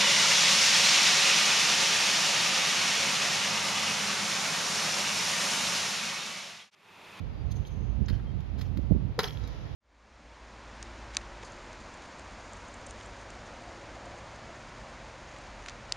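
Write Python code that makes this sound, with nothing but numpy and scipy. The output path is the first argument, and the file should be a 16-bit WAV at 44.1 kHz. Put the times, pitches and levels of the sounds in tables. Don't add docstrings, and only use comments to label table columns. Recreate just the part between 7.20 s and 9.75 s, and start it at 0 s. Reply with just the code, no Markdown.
import sys
import numpy as np
from scipy import signal
from scipy.fft import rfft, irfft
from scipy.io import wavfile
from scipy.ndimage import uniform_filter1d

SR = 44100
rng = np.random.default_rng(int(sys.argv[2]) if len(sys.argv) > 2 else 0)


def digitize_waveform(pressure):
    field = np.atleast_2d(pressure).T
    bounded = np.clip(field, -1, 1)
    quanta = np.round(bounded * 32767).astype(np.int16)
    wavfile.write(sys.argv[1], SR, quanta)


N = 112454
TIME, FREQ = np.arange(N) / SR, np.fft.rfftfreq(N, 1 / SR)


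def amp(db):
    return 10 ** (np.asarray(db) / 20)


def unit(x):
    return x / np.sqrt(np.mean(x ** 2))


def noise():
    return rng.standard_normal(N)


def pair(likeness):
    return np.sqrt(likeness) * noise() + np.sqrt(1 - likeness) * rng.standard_normal((2, N))


def impulse(at):
    return signal.unit_impulse(N, int(at * SR))


def decay(t60):
    return np.exp(-np.log(1000) * TIME / t60)


def delayed(x, at):
    start = int(at * SR)
    out = np.zeros_like(x)
    out[..., start:] = x[..., :N - start]
    return out


def convolve(x, h):
    return signal.fftconvolve(np.atleast_2d(x), np.atleast_2d(h), axes=-1)[:, :N]


def response(points, size=8192):
    hz, db = np.array(points).T
    f = np.maximum(np.fft.rfftfreq(size, 1 / SR), 1)
    gain = amp(np.interp(np.log(f), np.log(hz), db))
    cepstrum = irfft(np.log(gain))
    cepstrum[1:size // 2] *= 2
    cepstrum[size // 2 + 1:] = 0
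    return irfft(np.exp(rfft(cepstrum)))


def colour(x, points):
    h = response(points)
    return convolve(x, h / np.linalg.norm(h))


def contour(rows):
    return amp(np.interp(TIME, *np.array(rows).T))


def swells(rows):
    return sum(amp(db) * np.exp(-.5 * ((TIME - at) / width) ** 2) for at, db, width in rows)


def blows(rows):
    return sum(amp(db) * delayed(noise() * np.exp(-TIME / fade), at) for at, db, fade in rows)


def eddies(spectrum, span_s=0.099, evenness=0.57):
    pressure = colour(noise(), spectrum)[0]
    window = int(span_s * SR / 2)
    power = uniform_filter1d(uniform_filter1d(pressure ** 2, window), window)
    return unit(pressure / (power + 0.023) ** (evenness / 2))


# t/s, level/dB
RIGHT_WIND = [(0, -28), (.12, -36), (.25, -28.5), (0.409, -26), (.46, -41.5), (.57, -26.5), (0.771, -26.5),
              (0.817, -17.5), (0.859, -30.5), (0.928, -22), (1.02, -33), (1.17, -27), (1.25, -34),
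              (1.37, -27.5), (1.68, -27.5), (1.77, -26), (1.9, -26), (1.94, -40.5), (2.24, -29),
              (2.349, -37), (2.55, -33.5)]
# t/s, level/dB, width/s
RIGHT_GUSTS = [(.907, -23, 0.0035), (.928, -24.5, 0.0026), (1.573, -20.5, .002), (1.591, -22.5, 0.0056),
               (1.7095, -12.5, 0.0023), (1.7205, -13, 0.0067), (1.750, -17.5, 0.0019), (1.763, -21, 0.0043)]
LEFT_GUSTS = [(1.04, -37, 0.019), (1.744, -29, .008), (1.82, -45, 0.025), (1.97, -40, 0.04)]
# f/Hz, level/dB
BUFFET_COLOUR = [(22, -47), (36, -11), (52, 6.5), (75, 1.5), (110, -1), (190, -11), (300, -21), (600, -39),
                 (6000, -92)]
GUST_COLOUR = [(25, -33.5), (45, -8), (75, 5.5), (130, -6.5), (195, -0.5), (280, -11), (480, -20.5),
               (900, -41), (6000, -100)]
def wind(swirl_db=-2.5, lee_db=-49.5):
    crests = sum(amp(db) * np.sqrt(width * SR) * impulse(at) for at, db, width in RIGHT_GUSTS)
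    thumps = colour(crests, GUST_COLOUR)[0]
    swirl = amp(swirl_db) * eddies(GUST_COLOUR) * swells(RIGHT_GUSTS)
    right = eddies(BUFFET_COLOUR) * contour(RIGHT_WIND) + swirl + thumps
    left = eddies(BUFFET_COLOUR) * (amp(lee_db) + swells(LEFT_GUSTS))
    return np.array([left, right])


# f/Hz, level/dB
TRAFFIC_COLOUR = [(30, 2), (70, 4.5), (200, 2), (450, 0), (900, -5.5), (1500, -13), (3000, -14.5),
                  (5000, -19.5), (7000, -29.5), (11000, -37), (15000, -43)]
# t/s, level/dB
TRAFFIC_LEVEL = [(0, -49.5), (.9, -51), (1.5, -51), (1.85, -51.5), (2.55, -48.5)]
def traffic():
    return colour(pair(likeness=0.16), TRAFFIC_COLOUR) * contour(TRAFFIC_LEVEL)


# t/s, length/s, f/Hz, half-width/Hz, level/dB
SQUEAKS = [(0.13, 0.093, 4710, 60, -64), (0.267, 0.47, 6270, 220, -69.5), (0.859, 0.0061, 6100, 1090, -50),
           (1.055, 0.061, 3200, 70, -64)]
def squeaks():
    out = np.zeros((2, N))
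    for at, length, hz, width, db in SQUEAKS:
        band = 1 / (1 + ((FREQ - hz) / width) ** 2) ** 2
        tone = unit(irfft(rfft(pair(likeness=0.51)) * band, N))
        flat_swell = np.exp(-(2 * (TIME - at) / length - 1) ** 4)
        out += amp(db) * tone * flat_swell
    return out


# t/s, level/dB, width/s
JINGLES = [(.319, -46.5, 0.0069), (.366, -56, 0.0044), (.474, -53, 0.0091)]
# f/Hz, level/dB
JINGLE_COLOUR = [(1500, -43.5), (3600, 5.5), (5400, -2.5), (6350, 15.5), (7200, -8), (11000, -3),
                 (15000, -21)]
def jingles():
    return colour(noise() * swells(JINGLES), JINGLE_COLOUR)


def paving(x, scatter_db=-3.5, decay_s=0.00092, above_hz=1200):
    highpass = signal.butter(2, above_hz, "high", fs=SR, output="sos")
    scatter = pair(likeness=0) * np.exp(-TIME / decay_s)
    scatter = signal.sosfilt(highpass, scatter[:, :SR // 20])
    scatter /= np.linalg.norm(scatter, axis=1, keepdims=True)
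    return x + amp(scatter_db) * convolve(x, scatter)


def bloom(rise_s, t60):
    rise = 1 - np.exp(-(TIME / rise_s) ** 2)
    return unit(rise * decay(t60)) / np.sqrt(N)


# delay/s, level/dB
ECHOES = [(0.0414, -14), (.052, -13.5), (0.0653, -19), (0.087, -24.5), (.246, -27.5)]
# f/Hz, level/dB
ECHO_COLOUR = [(200, 3), (1000, 4), (3400, 1.5), (7000, -0.5), (15000, -15)]
# f/Hz, early level/dB, early t60/s, late level/dB, late t60/s
REVERB_BANDS = [(199, -30.5, .3, -25.5, 1.4), (610, -13.5, 0.9, -26, 0.99), (1540, -6.5, 0.34, -12, 1.7),
                (3550, -11, 0.26, -15, 1.4), (6500, -17, 0.6, -17, 1.3), (13300, -3.5, 0.35, -27, .7)]
def overpass(x, smear_s=0.0022, early_rise_s=0.033, late_rise_s=0.32):
    echoes = np.zeros((2, N))
    for delay, db in ECHOES:
        smear = unit(pair(likeness=1) * np.exp(-TIME / smear_s)) / np.sqrt(N)
        echoes += amp(db) * delayed(smear, delay)
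    space = convolve(echoes, response(ECHO_COLOUR))
    wash = rfft(pair(likeness=0.17))
    log_f, log_centres = np.log(np.maximum(FREQ, 1)), np.log(np.array(REVERB_BANDS)[:, 0])
    for share, (_, early_db, early_t60, late_db, late_t60) in zip(np.eye(len(log_centres)), REVERB_BANDS):
        band = irfft(wash * np.interp(log_f, log_centres, share), N)
        early = amp(early_db) * bloom(early_rise_s, early_t60)
        late = amp(late_db) * bloom(late_rise_s, late_t60)
        space += band * np.hypot(early, late)
    return convolve(x, space)


# t/s, level/dB, f/Hz, t60/s
CLINKS = [(0.451, -49, 3180, 0.052), (2.032, -28, 5430, 0.035), (2.033, -48.5, 12360, 0.13),
          (2.0417, -24.5, 3295, 0.014), (2.0426, -31, 5000, 0.015), (2.055, -34, 5470, 0.024),
          (2.075, -36.5, 4210, 0.027), (2.0781, -40, 5560, 0.07), (2.0833, -31, 3200, 0.008),
          (2.1068, -32, 3240, 0.014), (2.173, -30, 3380, 0.0048)]
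def clinks(detune=0.05, grit_gain=1.1, attack_s=0.00051):
    out = np.zeros(N)
    attack = 1 - np.exp(-TIME / attack_s)
    for at, db, hz, t60 in CLINKS:
        phase = 2 * np.pi * hz * TIME
        neighbour = np.sin(phase * (1 + detune * rng.standard_normal()))
        grit = grit_gain * unit(uniform_filter1d(noise(), size=24)) * np.sin(phase)
        ring = np.sin(phase) * decay(t60) + (neighbour + grit) * decay(t60 / 2)
        out += amp(db) * delayed(ring * attack, at)
    return out


# t/s, level/dB, decay/s
SLAPS = [(.8836, -41.5, 0.0066), (.8875, -40, 0.0046), (.8975, -41.5, 0.0086)]
KNOCKS = [(.885, -48, .006), (.931, -53, 0.0072), (.996, -51, 0.0049)]
# f/Hz, level/dB
SLAP_COLOUR = [(200, -10), (900, -6.5), (1500, -1), (2600, -0.5), (4400, 3.5), (5600, -0.5), (11000, -15.5),
               (15000, -24.5)]
KNOCK_COLOUR = [(1100, -14.5), (1600, 2.5), (2200, -18), (9000, -35.5)]
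def slaps():
    return colour(blows(SLAPS), SLAP_COLOUR) + colour(blows(KNOCKS), KNOCK_COLOUR)


# t/s, level/dB, decay/s
TAPS = [(1.2052, -52.5, .004), (1.4112, -41.5, 0.0036), (1.4135, -42, 0.01), (1.5722, -42, 0.0042),
        (2.2745, -44.5, 0.0063)]
# t/s, level/dB, width/s
SLIDES = [(1.394, -50.5, 0.0087)]
# f/Hz, level/dB
HANDLING_COLOUR = [(300, 4.5), (1200, -5), (3000, -1), (6000, 0), (11000, -13.5), (15000, -16)]
def handling():
    friction = noise() * swells(SLIDES)
    return colour(friction + blows(TAPS), HANDLING_COLOUR)


# t/s, level/dB
BUTT_CONTACTS = [(1.9908, -3), (1.9930, -4.5), (1.9975, -9.5)]
def chatter(delay_at_1khz_s=0.000706):
    contacts = sum(amp(db) * np.exp(-2j * np.pi * FREQ * at) for at, db in BUTT_CONTACTS)
    dispersion = np.exp(-4j * np.pi * delay_at_1khz_s * np.sqrt(1000 * FREQ))
    return irfft(contacts * dispersion, N)


# f/Hz, level/dB, t60/s
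RIFLE_MODES = [(438, 2, 0.051), (524, 7.5, 0.041), (769, 0.5, 0.078), (932, -5.5, 0.081), (1020, -10, .06),
               (1305, -13, 0.045), (1428, -3, 0.057), (1653, -12, .045), (1708, -1.5, 0.072),
               (2990, -3, 0.085), (3380, -13, .06), (3820, -1, 0.072), (4520, -13, 0.053),
               (5560, -15, 0.046)]
def rifle_ring(force):
    modes = sum(amp(db) * np.sin(2 * np.pi * hz * TIME) * decay(t60) for hz, db, t60 in RIFLE_MODES)
    return convolve(force, modes / np.linalg.norm(modes))


# t/s, level/dB, decay/s
BUTT_TOUCH = [(1.979, -31, 0.012), (1.9845, -28, 0.0056)]
GRIT = [(1.991, -27, 0.013), (2.003, -28.5, 0.0049)]
# f/Hz, level/dB
THUD_COLOUR = [(50, -23), (140, 3), (300, -24), (450, 8), (800, -38), (6000, -74)]
CRACK_COLOUR = [(100, -5), (300, -1), (470, 3), (620, -6.5), (850, -2.5), (1400, 1), (2400, -5.5),
                (4200, -1), (5600, -2.5), (6500, -7), (10000, -15.5), (15000, -26)]
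def grounding(ring_db=-1.5):
    crack = colour(chatter() + blows(GRIT), CRACK_COLOUR)
    thud = colour(blows(BUTT_TOUCH), THUD_COLOUR)
    ring = rifle_ring(impulse(BUTT_CONTACTS[0][0]))
    return thud + crack + amp(ring_db) * ring


def scene():
    butt, fittings = grounding(), clinks()
    catches = slaps() + jingles()
    slides = handling()
    echoes = overpass(butt + amp(-5) * fittings + amp(-1) * catches + amp(-4.5) * slides)
    direct = paving(butt + fittings + catches + slides)
    return direct + echoes + squeaks() + wind() + traffic()


# f/Hz, left level/dB, right level/dB
MIC_PORTS = [(22.2, -26.5, -17), (41, 1, 0), (2400, 1.5, 1), (4680, -4.5, -2.5), (6980, -15, 0),
             (7780, -32, -19), (8100, -13, -17.5), (9200, -12.5, -22.5), (10030, -0.5, -5.5),
             (14400, 0.5, -1.5), (16000, -6, -15.5)]
def record(dry, top_hz=15700):
    ports = np.array(MIC_PORTS)
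    left, right = response(ports[:, [0, 1]]), response(ports[:, [0, 2]])
    heard = convolve(dry, np.array([left, right]))
    lowpass = signal.ellip(10, .2, 80, top_hz, fs=SR, output="sos")
    return signal.sosfilt(lowpass, heard)


dry = scene()
out = record(dry)
digitize_waveform(out)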